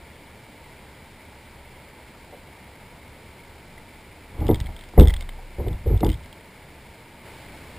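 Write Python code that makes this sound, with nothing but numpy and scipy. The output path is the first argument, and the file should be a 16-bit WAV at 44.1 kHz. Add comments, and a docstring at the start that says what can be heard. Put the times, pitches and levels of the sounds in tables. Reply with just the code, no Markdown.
"""Bumps ring and rock the hull of a plastic kayak on a quiet pebble beach: decaying sines and shaken modes.
Loose gear ticks on the housing of a small boxed camera fixed to the deck, as short, higher decaying sines.
Behind lie a faint sea of coloured noise, lifted by a wave near the end, and a low hum of narrow noise.
The camera samples slowly and holds each value, which mirrors the sound into the treble."""
import sys
import numpy as np
from scipy import signal
from scipy.fft import rfft, irfft
from scipy.io import wavfile

SR = 44100
rng = np.random.default_rng(int(sys.argv[2]) if len(sys.argv) > 2 else 0)


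def magnitude_from_level(level_db):
    """Linear magnitude for a level in decibels (20 dB per decade)."""
    exponent = np.asarray(level_db, float) / 20
    return 10 ** exponent


def wav_out(sig):
    """Save sig, one row per channel (or a flat mono array), as 16-bit PCM at SR to the path in sys.argv[1]."""
    wavfile.write(sys.argv[1], SR, np.round(np.clip(np.atleast_2d(sig).T, -1, 1) * 32767).astype(np.int16))


N = 343098  # length in samples

# level of the low hum over time: t/s, level/dB
HUM_LEVEL = [(0, -55), (2.0, -60.5), (2.8, -60.5), (6.3, -62), (7.78, -62)]
# colour of the sea as heard in the housing, relative: f/Hz, level/dB per Hz
SEA_COLOUR = [(12, -36), (20, 2.5), (43, -9), (74, 2), (96, -2.5), (324, -9), (630, -11), (799, -14),
              (922, -14.5), (1230, -18), (1840, -16), (2220, -17.5), (2760, -19.5), (5120, -25.5),
              (5900, -31), (7670, -91), (13000, -120)]
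# housing resonances that lift the sea: f/Hz, width/Hz, lift/dB
SEA_RESONANCES = [(907, 174, 5.5), (2210, 455, 6)]
# ticks of loose gear: t/s, level/dB, dull/dB of the low housing modes, sharp/dB of the high ones
# (dull and sharp are relative to the level)
GEAR_TICKS = [(3.7788, -48.5, 13.5, -12), (4.4034, -43.5, 4, -15), (4.4677, -30.5, -15, -15),
              (4.482, -29, -21, -18), (4.4914, -40, -7, -18), (4.5126, -32, -18, -20),
              (4.5448, -26.5, -8, -16), (4.557, -30, -15, -17), (4.6019, -25.5, -13, -10.5),
              (4.6114, -34, -12, -25), (4.6424, -38, -7, -20), (4.6603, -36, -14, -22),
              (4.6678, -35, 2, -24), (4.7646, -36, -11, -17), (4.791, -36, -16, -21),
              (4.8384, -47, -12, -15), (4.8893, -40, -16, -16), (4.9925, -29, -7, -16),
              (4.997, -16.5, -22, -28), (5.0084, -23, -10, -18), (5.0134, -30, -7, -20),
              (5.0271, -28, -14, -21), (5.034, -30, -10, -18), (5.0557, -35, -2, -15),
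              (5.073, -23.5, -11, -23), (5.0824, -26, -10, -12), (5.098, -30.5, -1, -12),
              (5.104, -26, -3.5, -18), (5.1388, -22, -11, -18), (5.1646, -27.5, -8, -27),
              (5.2087, -32, -3, -4), (5.224, -34.5, -1, -23), (5.2909, -30, 0.5, -21),
              (5.683, -33.5, -5, -26), (5.7294, -40, -5, -21), (5.879, -37.5, -25, -30),
              (5.975, -36, -19, -17), (6.0057, -25.5, -17, -23), (6.0465, -27, -17, -8),
              (6.065, -28.5, -9, -17), (6.0912, -26.5, -13, -19), (6.1004, -29, -12, -15),
              (6.1175, -33, -11, -20), (6.13, -35.5, -9, -16), (6.1404, -38, -8, -17),
              (6.2362, -40, -15, -20), (6.2594, -37.5, -3, -15), (6.328, -34, -11, -23)]
# spells of faint rattling: from t/s, to t/s, middle level/dB
RATTLE_SPELLS = [(4.45, 4.65, -53), (4.769, 4.889, -42), (5.006, 5.119, -39), (5.191, 5.239, -45),
                 (6.032, 6.164, -41)]
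# housing modes under a tick, before its detuning: f/Hz, relative level/dB, t60/s
HOUSING_MODES = [(1670, -11, 0.005), (2095, 1, 0.019), (3020, -14, 0.0061), (3233, -11, 0.031),
                 (3456, -5, 0.011), (3554, -5, 0.011), (4040, -9.5, 0.0063), (4700, -0.5, 0.0068),
                 (4900, 7.5, .008), (5400, -5, 0.0027)]
# lurches of the hull on the pebbles: t/s, rise/s, hold/s, rumble level/dB, scrape level/dB
HULL_LURCHES = [(4.414, 0.09, 0.052, -27, -38), (4.517, .04, 0.0089, -18, -35),
                (4.652, .05, 0.047, -34.5, -48.5), (4.986, 0.018, 0.013, -9, -26),
                (5.075, .03, 0.012, -24.5, -44), (5.589, .02, 0.03, -31, -43),
                (5.688, 0.057, 0.059, -27, -48.5), (5.874, 0.039, 0.069, -20, -42.5),
                (6.045, 0.011, .01, -21, -33), (6.083, .03, 0.0091, -18.5, -45)]
# blows on the hull: t/s, knock level/dB, boom level/dB of the lowest modes,
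# thud level/dB of those between, hardness/dB per octave above the knock
HULL_BLOWS = [(4.381, -30, -43, -40, -18), (4.403, -37, -19.5, -27.5, -13), (4.418, -30, -24, -26, -6),
              (4.445, -40, -20, -25, -11), (4.461, -29, -21, -27, -9), (4.489, -5.5, -19, -30, -15.5),
              (4.493, -13, -22, -11.5, -19), (4.507, -12.5, -24, -19.5, -13), (4.522, -38, -16.5, -24, -16),
              (4.6, -46, -23, -49, 5), (4.686, -41, -32, -48, 2), (4.934, -36, -38, -37, -3),
              (4.977, -3, -1.5, -20.5, -12.5), (4.986, -4.5, -14.5, -22, -20),
              (4.994, -12.5, -4.5, -13.5, -18), (5.008, -12, -13, -8, -20), (5.03, -20, -9, -27, -27),
              (5.044, -17, -18, -20, -34), (5.064, -19.5, -13.5, -38, -30), (5.583, -22, -41, -34, -19),
              (5.597, -23, -19.5, -31, -12), (5.614, -29, -35, -32, -29), (5.638, -33, -26, -31, -7),
              (5.663, -20, -19, -29.5, -15), (5.699, -38, -21.5, -33, -15), (5.86, -10.5, -25, -45, -29),
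              (5.901, -17, -16, -26, -20), (5.925, -21.5, -14, -27, -28), (5.943, -24.5, -17, -34, -13),
              (6.009, -16.5, -17, -23, -38), (6.029, -14.5, -16.5, -11.5, -3.5),
              (6.052, -16.5, -17, -19, -18), (6.077, -26, -33, -19, -15), (6.094, -38, -22, -23, -8)]
# light taps that mostly ring the hull modes near one pitch: t/s, level/dB, f/Hz
HULL_TAPS = [(1.985, -41, 430), (2.148, -28, 1290), (2.325, -27, 600), (2.337, -29, 600), (5.387, -33, 855)]
# hull modes when struck: f/Hz, relative level/dB, t60/s
HULL_MODES = [(28.85, -18.5, 1.42), (50.1, -4.5, 0.3), (73.5, -4, 0.32), (97.6, -3, 0.13),
              (133.8, -8, 0.13), (159.5, -10.5, 0.094), (193, 0, 0.051), (246, -4, 0.1), (314, -2.5, .11),
              (368.7, -10, 0.14), (405, -8, 0.092), (433.3, -2, 0.047), (490, -8, 0.12),
              (504.4, -13.5, 0.099), (566, -7, 0.07), (634, -12.5, 0.091), (659, -8.5, 0.046),
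              (731, 0, 0.041), (835, -0.5, 0.032), (827, -4, 0.076), (820, -1, 0.03), (947, -6.5, 0.08),
              (1045, -14, 0.04), (1204, -9, 0.023), (1430, -18, 0.035), (1670, -22, 0.036),
              (2060, -12.5, 0.032)]

SEA_DB = -46
WAVE_S, WAVE_RISE_S, WAVE_DB, WAVE_FADE_DB_PER_S = 7.22, 0.052, 4, 1.5
RATTLE_TICKS = 6  # in each spell
DETUNE = 0.083  # each tick shifts every housing mode by up to half of this share
RISE_DB, SETTLE_DB_PER_S = 19.5, 238  # climb over the rise time, fall after the hold
LINGER_DB, LINGER_DB_PER_S = -26, 43  # a slower sway is left behind
SHAKE_T60_SHARE = 0.46  # the pebbles damp the hull
BOOM_HZ, THUD_HZ, KNOCK_HZ, TOP_HZ = 170, 330, 430, 900  # hardness works from KNOCK_HZ to TOP_HZ
TAP_DB_PER_OCTAVE = -28  # away from the pitch of a tap
HOLD_HZ = 12000


def mode(x, hz, t60):
    """A resonance: every impulse in x sets off a decaying sine."""
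    pole = np.exp(2j * np.pi * hz / SR - np.log(1000) / (t60 * SR))
    return signal.lfilter([1], [1, -pole], x).imag


def chatter(spread_ms, contact_ms, rebound, bounces):
    """A first contact and quick bounces of either sign; a longer contact is a softer push."""
    hits = np.zeros(int(SR * .03))
    hits[0] = 1
    for place, size in bounces:
        at = int(min(place * spread_ms / 1000 * SR, len(hits) - 1))
        hits[at] += rebound * (2 * size - 1) * np.exp(-1.5 * place)
    contacts = np.arange(100) / SR * 1000 / contact_ms  # time counted in contact lengths
    push = np.sin(np.pi * np.minimum(contacts + .01, 1))  # one half-sine arch
    return np.convolve(hits, push / push.sum()) / np.sqrt(np.sum(hits ** 2))


def add(out, s, push, modes):
    """One push rings a list of (Hz, gain, t60) modes, laid in at time s."""
    start = int(s * SR)
    for hz, gain, t60 in modes:
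        ring = mode(np.pad(push, (0, int(t60 * SR))), hz, t60)[:N - start]
        out[start:start + len(ring)] += gain * ring


def hum():
    """A narrow low drone: noise through one resonance, its level slowly falling."""
    drone = mode(rng.standard_normal(N), 70.0, 0.75)
    at, db = np.transpose(HUM_LEVEL)
    level_db = np.interp(np.arange(N) / SR, at, db)
    return drone / drone.std() * magnitude_from_level(level_db)


def surf_db():
    """A steady level until a wave washes in and slowly fades."""
    since = np.arange(N) / SR - WAVE_S
    arrived = np.clip(since / WAVE_RISE_S, 0, 1)
    return SEA_DB + arrived * (WAVE_DB - WAVE_FADE_DB_PER_S * since)


def sea():
    """Smooth distant wash: noise coloured over log frequency and lifted at the housing's resonances."""
    hz = np.maximum(np.fft.rfftfreq(N, 1 / SR), 1)
    at, db = np.transpose(SEA_COLOUR)
    colour = np.interp(np.log(hz), np.log(at), db)
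    for centre_hz, width_hz, lift_db in SEA_RESONANCES:
        # flat-topped lift
        colour = colour + lift_db * np.exp(-(2 * (hz - centre_hz) / width_hz) ** 4)
    wash = irfft(rfft(rng.standard_normal(N)) * magnitude_from_level(colour), N)
    return wash / wash.std() * magnitude_from_level(surf_db())


def ticks():
    """Hard little contacts, each with a few rebounds, ring the housing briefly."""
    hz, mode_db, t60 = np.transpose(HOUSING_MODES)
    all_ticks = list(GEAR_TICKS)
    for start, end, db in RATTLE_SPELLS:
        for when, size in rng.random(size=(RATTLE_TICKS, 2)):
            all_ticks.append((start + (end - start) * when, db + 8 * (size - .5), -11, -18))
    out = np.zeros(N)
    for s, db, dull_db, sharp_db in all_ticks:
        bounces = rng.random((14, 2))
        detuned_hz = hz * (1 + DETUNE * (rng.random(len(hz)) - .5))
        balance_db = np.select([hz < 2500, hz < 4400], [dull_db, 0], sharp_db)
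        gain = magnitude_from_level(db + balance_db + mode_db)
        add(out, s, chatter(4.5, 0.12, 1.2, bounces), zip(detuned_hz, gain, t60))
    return out


def lurching(column):
    """Each lurch climbs, holds, settles and lingers; their powers add."""
    t, power = np.arange(N) / SR, 0
    for row in HULL_LURCHES:
        s, rise, stay = row[:3]
        climb_db = RISE_DB * np.minimum(t - s, 0) / rise
        after = np.maximum(t - s - stay, 0)
        fall = magnitude_from_level(-SETTLE_DB_PER_S * after) + magnitude_from_level(LINGER_DB - LINGER_DB_PER_S * after)
        power = power + (magnitude_from_level(row[column] + climb_db) * fall) ** 2
    return np.sqrt(power)


def rocking():
    """Rolling over pebbles shakes the low modes and scrapes at the higher ones, and damps both."""
    out = 0
    # rumble and scrape columns, each with its own modes
    for column, modes in ((3, HULL_MODES[:6]), (4, HULL_MODES[6:])):
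        shake = np.zeros(N)
        for hz, db, t60 in modes:
            shake += magnitude_from_level(db) * mode(rng.standard_normal(N), hz, SHAKE_T60_SHARE * t60)
        out = out + shake / shake.std() * lurching(column)
    return out


def blows():
    """Every blow or tap lands elsewhere on the hull, so it rings the modes in its own proportions."""
    hz, mode_db, t60 = np.transpose(HULL_MODES)
    octaves_above = np.log2(np.clip(hz, KNOCK_HZ, TOP_HZ) / KNOCK_HZ)
    hits = []
    for s, knock_db, boom_db, thud_db, hard_db in HULL_BLOWS:
        upper_db = knock_db + hard_db * octaves_above
        hits.append((s, np.select([hz < BOOM_HZ, hz < THUD_HZ], [boom_db, thud_db], upper_db)))
    for s, db, tap_hz in HULL_TAPS:
        hits.append((s, db + TAP_DB_PER_OCTAVE * np.abs(np.log2(hz / tap_hz))))
    out = np.zeros(N)
    for s, db in hits:
        bounces = rng.random((10, 2))
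        # neighbouring modes swing against each other, so the sound builds up instead of snapping
        swing = np.sign(rng.random() - .5) * (-1) ** np.arange(len(hz))
        spot = swing * magnitude_from_level(4.0 * (rng.random(len(hz)) - .5))
        add(out, s, chatter(10.2, 0.3, 0.46, bounces), zip(hz, spot * magnitude_from_level(db + mode_db), t60))
    return out


def scene():
    """One microphone hears it all."""
    return np.tile(hum() + sea() + ticks() + rocking() + blows(), (2, 1))


def hold(x):
    """Slow samples, each held for four fast ones, mirror the sound into the treble."""
    slow = signal.resample_poly(x, HOLD_HZ // 300, SR // 300)
    return signal.resample_poly(np.repeat(slow, 4), SR // 300, 4 * HOLD_HZ // 300)[:N]


def side_hiss():
    """Faint held noise that follows the surf's level, opposite in the two channels."""
    low_pass = signal.ellip(6, 1, 50, 5500, fs=SR, output="sos")
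    hiss = hold(signal.sosfilt(low_pass, rng.standard_normal(N)))
    band = signal.butter(6, [150, 9000], "band", fs=SR, output="sos")
    return magnitude_from_level(surf_db() - 13.5) * signal.sosfilt(band, hiss) * np.array([[1], [-1]])


def band_limit(x):
    """A steep low-pass at the top of the band."""
    return signal.sosfilt(signal.butter(12, 16440, fs=SR, output="sos"), x)


def record(dry):
    """Both channels carry the held sound, its peaks clipped, plus the side hiss; the top is cut."""
    held = np.clip(hold(dry[0]), -1, 1) + side_hiss()
    top_cut = signal.ellip(8, .2, 60, 15300, fs=SR, output="sos")
    mix = signal.sosfilt(top_cut, held)
    return band_limit(mix)


dry = scene()
out = record(dry)
wav_out(out)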